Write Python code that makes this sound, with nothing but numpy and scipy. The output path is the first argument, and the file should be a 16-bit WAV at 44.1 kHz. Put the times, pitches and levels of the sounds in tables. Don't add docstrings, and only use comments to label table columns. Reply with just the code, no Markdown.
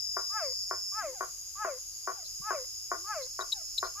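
import sys
import numpy as np
from scipy import signal
from scipy.fft import rfft, irfft
from scipy.io import wavfile
from scipy.ndimage import uniform_filter1d

SR = 44100
rng = np.random.default_rng(int(sys.argv[2]) if len(sys.argv) > 2 else 0)


def generate_wav(signal):
    frames = np.transpose(np.atleast_2d(signal))
    scaled = np.clip(frames, -1, 1) * 32767
    pcm = np.round(scaled).astype(np.int16)
    wavfile.write(sys.argv[1], SR, pcm)


N = 176400


def undb(db):
    return 10 ** (np.asarray(db) / 20)


def level(x, db):
    return x * undb(db) / np.sqrt(np.mean(x ** 2) + 1e-20)


def curve(t, rows, column=1):
    rows = np.array(rows)
    return np.interp(t, rows[:, 0], rows[:, column])


def clock(length_s):
    return np.arange(int(length_s * SR)) / SR


def turn(hz):
    return 2 * np.pi * np.cumsum(hz) / SR


def add(out, start_s, x):
    i = max(int(start_s * SR), 0)
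    out[..., i:i + x.shape[-1]] += x[..., :max(out.shape[-1] - i, 0)]


def pan(x, db, lag_s=0):
    return np.array([x, np.roll(x, round(lag_s * SR))]) * undb(np.array([[db], [-db]]) / 2)


def walk(rate_hz, size=N):
    hold = int(SR / rate_hz)
    steps = np.repeat(rng.standard_normal(size // hold + 1), hold)
    return 1.304 * uniform_filter1d(uniform_filter1d(steps, hold), hold)[:size]


def ring(x, hz, width_hz):
    b, a = signal.iirpeak(hz, hz / width_hz, fs=SR)
    return signal.lfilter(b, a, signal.lfilter(b, a, x))


def noise(spectrum, spread):
    band_hz, band_db = np.array(spectrum).T
    hz = np.arange(N // 2 + 1) * SR / N + 1
    gain = undb(np.interp(np.log(hz), np.log(band_hz), band_db, left=-120, right=-120))
    mid, side = irfft(rfft(rng.standard_normal((2, N))) * gain, N)
    return mid + spread * side * np.array([[1], [-1]])


def foliage(x, wet_db, t60_s):
    t = clock(0.46)
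    echoes = rng.standard_normal((2, len(t))) * undb(-60 * t / t60_s) * (t > 0.002)
    echoes /= np.sqrt(np.sum(echoes ** 2, axis=1, keepdims=True))
    return x + undb(wet_db) * signal.fftconvolve(x, echoes, axes=1)[:, :N]


def croaking_frog(pulse_s=0.0079, stumble_s=0.002674, jitter_s=0.00021, fade_db=3, gain_db=-26):
    # (start [s], relative level [dB])
    croaks = [(0.167, 1.5), (0.7098, 1.1), (1.207, 2), (1.6465, 2), (2.0734, 3), (2.505, 2.8), (2.915, 2.5),
              (3.390, 2.3), (3.827, 2)]
    # (frequency [Hz], relative level [dB], t60 [s])
    modes = [(364, -9, 0.037), (489, -9.5, 0.019), (681, -5, 0.04), (1091, 5.5, 0.024),
             (1200.4, -7.5, 0.032), (1437, 1.5, 0.022), (1656, -14.5, 0.015), (1891, -5, 0.015),
             (2347, -21, 0.04)]
    pulses, t, k = np.zeros(N), clock(0.12), np.arange(7)
    for start, db in croaks:
        timing, force = rng.standard_normal((2, len(k)))
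        times = start + k * pulse_s + stumble_s * (k > 1) + jitter_s * timing
        for when, size in zip(times, undb(db - fade_db * k + 1.5 * force)):
            add(pulses, when, np.array([size]))
    sac = sum((-1) ** i * undb(db - 60 * t / t60) * np.sin(2 * np.pi * hz * t)
              for i, (hz, db, t60) in enumerate(modes))
    sac *= 1 - np.exp(-t / 0.0022)
    sac = signal.sosfilt(signal.butter(3, [300, 2300], 'band', fs=SR, output='sos'), sac)
    voice = signal.fftconvolve(pulses, sac)[:N] * undb(gain_db)
    return foliage(pan(voice, 3.5, lag_s=-0.00011), wet_db=-6, t60_s=0.22)


def whining_frog(rolloff_hz=2600, attack_s=0.0055, release_s=0.021):
    # (start [s], gain [dB], pitch ratio)
    whines = [(0.297, -3, 1), (0.9185, -3, 1), (1.5521, -3, 0.99), (2.4162, -3.5, 0.99),
              (3.0391, -3.5, 0.99), (3.95, -5.5, 0.99)]
    # (time [s], pitch [Hz], fundamental [dB], 1.5 x pitch [dB], octave [dB])
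    shape = [(0, 740, -71, -49, -77), (.036, 836, -58, -40.5, -53.5), (.055, 874, -43, -36, -51.5),
             (.072, 870, -37.5, -33, -40), (.096, 807, -50.5, -37, -36), (.114, 700, -40.5, -45.5, -45),
             (.130, 650, -31.5, -63, -43.5), (.150, 583, -36, -59.5, -48), (.182, 521, -39, -96, -56.5),
             (.216, 498, -48.5, -77, -75), (.238, 562, -44, -85, -41)]
    # (pitch multiple, offset [dB])
    overtones = [(2.5, -5), (3, -3), (3.5, -4), (4, 2.5), (5, -2)]
    out, t = np.zeros(N), clock(shape[-1][0])
    hz = uniform_filter1d(curve(t, shape), 600, mode='nearest')
    base_db, half_db, octave_db = (curve(t, shape, column) for column in (2, 3, 4))
    gate = np.clip(np.minimum(t / attack_s, (t[-1] - t) / release_s), 0, 1)
    for start, db, ratio in whines:
        phase = turn(hz * ratio)
        note = undb(base_db) * np.sin(phase) + undb(half_db) * np.sin(1.5 * phase)
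        note += undb(octave_db) * np.sin(2 * phase)
        for k, offset_db in overtones:
            gain = undb(0.72 * octave_db - 21 + offset_db + 2.58 * walk(146, len(t)))
            gain /= 1 + (k * hz / rolloff_hz) ** 12
            note += gain * np.sin(k * phase + 1.07 * walk(200.2, len(t)))
        add(out, start, np.sqrt(2) * undb(db) * gate * note)
    return foliage(pan(out, 2.4, lag_s=-0.00003), wet_db=-15, t60_s=0.22)


def tinking_frog(drop_hz=382, drop_s=0.0055, flutter_hz=900):
    # (start [s], final pitch [Hz], length [s], level [dB], pan [dB])
    tinks = [(3.403, 3845, 0.025, -40.5, 13), (3.5197, 3856, 0.018, -22, 5), (3.7773, 3930, 0.016, -22, 6)]
    out = np.zeros((2, N))
    for start, hz, length, db, pan_db in tinks:
        t = clock(length)
        flutter = np.exp(-(t / 0.0075) ** 4) * np.abs(np.cos(np.pi * t / 0.00275)) ** 3
        phase = turn(hz - flutter_hz * flutter + drop_hz * np.exp(-t / drop_s))
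        note = np.sin(phase) + undb(-24.5) * np.sin(2 * phase) + undb(-25) * np.sin(3 * phase)
        envelope = np.abs(np.sin(np.pi * t / length)) ** 0.65 * (1 - flutter)
        add(out, start, pan(undb(db) * envelope * note, pan_db))
    return foliage(out, wet_db=-22, t60_s=0.12)


def cricket_wing(stroke_hz, wing_hz, width_hz, jitter):
    phase = turn(stroke_hz * (1 + jitter * walk(40.26, len(stroke_hz))))
    middle = round(np.mean(wing_hz) / np.mean(stroke_hz))
    out = 0
    for k in range(middle - 2, middle + 3):
        response = 1 / (1 + 2j * (k * stroke_hz - wing_hz) / width_hz) ** 2
        out += (response * np.exp(1j * k * phase)).real
    return level(out, 0)


def crickets(windup_from_hz=171, windup_to_hz=179, windup_s=0.25):
    # (time [s], stroke rate [Hz], level [dB])
    near = [(0, 193, -40), (.3, 191.9, -39.5), (.72, 189.1, -39), (.87, 190.2, -39), (1, 188.7, -39),
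            (1.02, 188.7, -90)]
    left = [(0, 194.7, -39), (.6, 192, -39), (.68, 183.5, -50), (1.3, 184.9, -52), (2.6, 182.5, -49),
            (3.18, 180.3, -52), (3.26, 180, -90)]
    # (time [s], stroke rate [Hz], level [dB], wing resonance [Hz])
    late = [(1.86, 179, -90, 4600), (1.92, 180, -58, 4650), (2.15, 184.7, -50, 5100),
            (2.6, 186.3, -45.5, 5220), (3.4, 184, -47, 5310), (3.7, 183.5, -43, 5330),
            (4, 181.9, -48, 5330)]
    # (start [s], length [s], level [dB])
    windups = [(0.413, 0.304, -57), (3.05, 0.92, -61)]
    t = np.arange(N) / SR

    def song(rows, wing_hz, width_hz, pan_db, lag_s):
        buzz = cricket_wing(curve(t, rows), wing_hz, width_hz, jitter=0.000614)
        gain = undb(curve(t, rows, column=2) + 0.5 * walk(25.9))
        return pan(buzz * gain, pan_db, lag_s)

    out = song(near, wing_hz=5178, width_hz=400, pan_db=1, lag_s=0.00004)
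    out += song(late, wing_hz=curve(t, late, column=3), width_hz=260, pan_db=-1, lag_s=0.00004)
    out += song(left, wing_hz=5072, width_hz=430, pan_db=5.5, lag_s=0.00007)
    for start, length, db in windups:
        age = clock(length)
        stroke_hz = windup_to_hz + (windup_from_hz - windup_to_hz) * np.exp(-age / windup_s)
        buzz = cricket_wing(stroke_hz, wing_hz=27 * stroke_hz, width_hz=320, jitter=0.002)
        gate = np.clip(np.minimum(age, length - age) / 0.016, 0, 1)
        add(out, start, pan(buzz * undb(db) * gate, 23))
    return foliage(out, wet_db=-13, t60_s=0.12)


def katydids(main_chirp_hz=12.5, faint_chirp_hz=9.8):
    # (frequency [Hz], level [dB], pan [dB])
    tones = [(7503, -68, 8), (8068, -73, 6)]
    t = np.arange(N) / SR

    def rasp(chirp_count, pulse_hz, hz, sweep_hz, scatter_hz, db, pan_db):
        pulse_count = turn(pulse_hz * (1 + 0.03 * walk(15))) / (2 * np.pi)
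        from_centre = pulse_count % 1 - 0.5
        phase = turn(hz - sweep_hz * from_centre + scatter_hz * walk(1500))
        strokes = np.exp(-(from_centre / 0.21) ** 2) * np.sin(phase)
        gate = np.clip(2 * np.sin(np.pi * chirp_count) ** 2, 0, 1)
        return pan(level(strokes * gate * undb(0.56 * walk(70)), db), pan_db)

    out = rasp(0.93 + main_chirp_hz * t,
               pulse_hz=110.1, hz=6756, sweep_hz=457, scatter_hz=111.3, db=-49.5, pan_db=-3.5)
    out += rasp(faint_chirp_hz * t + 0.28 * walk(0.88),
                pulse_hz=102.2, hz=6494, sweep_hz=676, scatter_hz=199.2, db=-61, pan_db=15)
    for hz, db, pan_db in tones:
        tone = np.sin(turn(hz * (1 + 0.00063 * walk(30.44))))
        out += pan(level(tone * undb(2 * walk(14)), db), pan_db)
    return foliage(out, wet_db=-7, t60_s=0.027)


def far_frogs(whine_hz=(1000, 535), whine_s=0.13, whoop_hz=(235, 390), whoop_s=0.16):
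    # (start [s], level [dB])
    whines = [(1.115, -54), (2.135, -56.5), (3.521, -55.5)]
    whoops = [(0.991, -60), (2.898, -56.5)]
    out = np.zeros(N)
    progress = clock(whine_s) / whine_s
    phase = turn(whine_hz[0] * (whine_hz[1] / whine_hz[0]) ** progress)
    whine = np.sin(phase) + undb(-10.5) * np.sin(2 * phase) + undb(-16) * np.sin(3 * phase)
    for start, db in whines:
        add(out, start, undb(db) * np.sin(np.pi * progress) * whine)
    progress = clock(whoop_s) / whoop_s
    whoop = np.sin(turn(np.interp(progress, (0, 1), whoop_hz)))
    for start, db in whoops:
        add(out, start, undb(db) * np.sin(np.pi * progress) * whoop)
    return foliage(pan(out, 2.7), wet_db=-1.5, t60_s=0.091)


def far_chirps(length_s=0.068, hz=4280, width_hz=600):
    # (start [s], relative level [dB])
    chirps = [(2.23, -56.5), (3.201, -53.5), (3.825, -52.5)]
    out = np.zeros((2, N))
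    swell = 2 * np.sin(np.pi * clock(length_s) / length_s) ** 2
    rasps = level(ring(rng.standard_normal((len(chirps), 2, N // 10)), hz, width_hz), 0)
    for (start, db), rasp in zip(chirps, rasps):
        add(out, start, undb(db) * swell * rasp[:, :len(swell)])
    return out


def thump(start_s=2.395, hz=140, width_hz=110, decay_s=0.0079, db=-58):
    age = np.arange(N) / SR - start_s
    envelope = np.clip(age / decay_s, 0, None) * np.exp(1 - np.abs(age) / decay_s)
    rumble = level(ring(rng.standard_normal(N), hz, width_hz), db)
    return pan(rumble * envelope, 13.6)


def night_air(air_db=-61.5, hiss_db=-45.5):
    # (frequency [Hz], relative density [dB])
    air_spectrum = [(20, -3.5), (40, 5), (52, -5), (68, -8), (80, 5.5), (95, -10.5), (125, -8.5),
                    (180, -18), (280, -21), (550, -21.5), (900, -25.5), (1150, -20.5), (1800, -27),
                    (2800, -18), (3600, -22.5)]
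    hiss_spectrum = [(3000, -46), (3800, -17.5), (4500, -10), (5100, 2.5), (5900, -6.5), (6600, 8),
                     (7400, -5), (8100, -15.5), (8600, -21), (9300, -13), (10500, -7.5), (13300, -9),
                     (14200, -15), (15500, -32.5)]
    air = level(noise(air_spectrum, spread=0.65), air_db)
    hiss = level(noise(hiss_spectrum, spread=1), hiss_db)
    return air + hiss * undb(0.6 * walk(9.2))


def scene():
    frogs = croaking_frog() + whining_frog() + far_frogs() + tinking_frog() + far_chirps()
    return frogs + crickets() + katydids() + night_air() + thump()


def record(dry):
    cutoff_hz = 15700
    return signal.sosfilt(signal.ellip(8, 0.2, 70, cutoff_hz, fs=SR, output='sos'), dry)


dry = scene()
out = record(dry)
generate_wav(out)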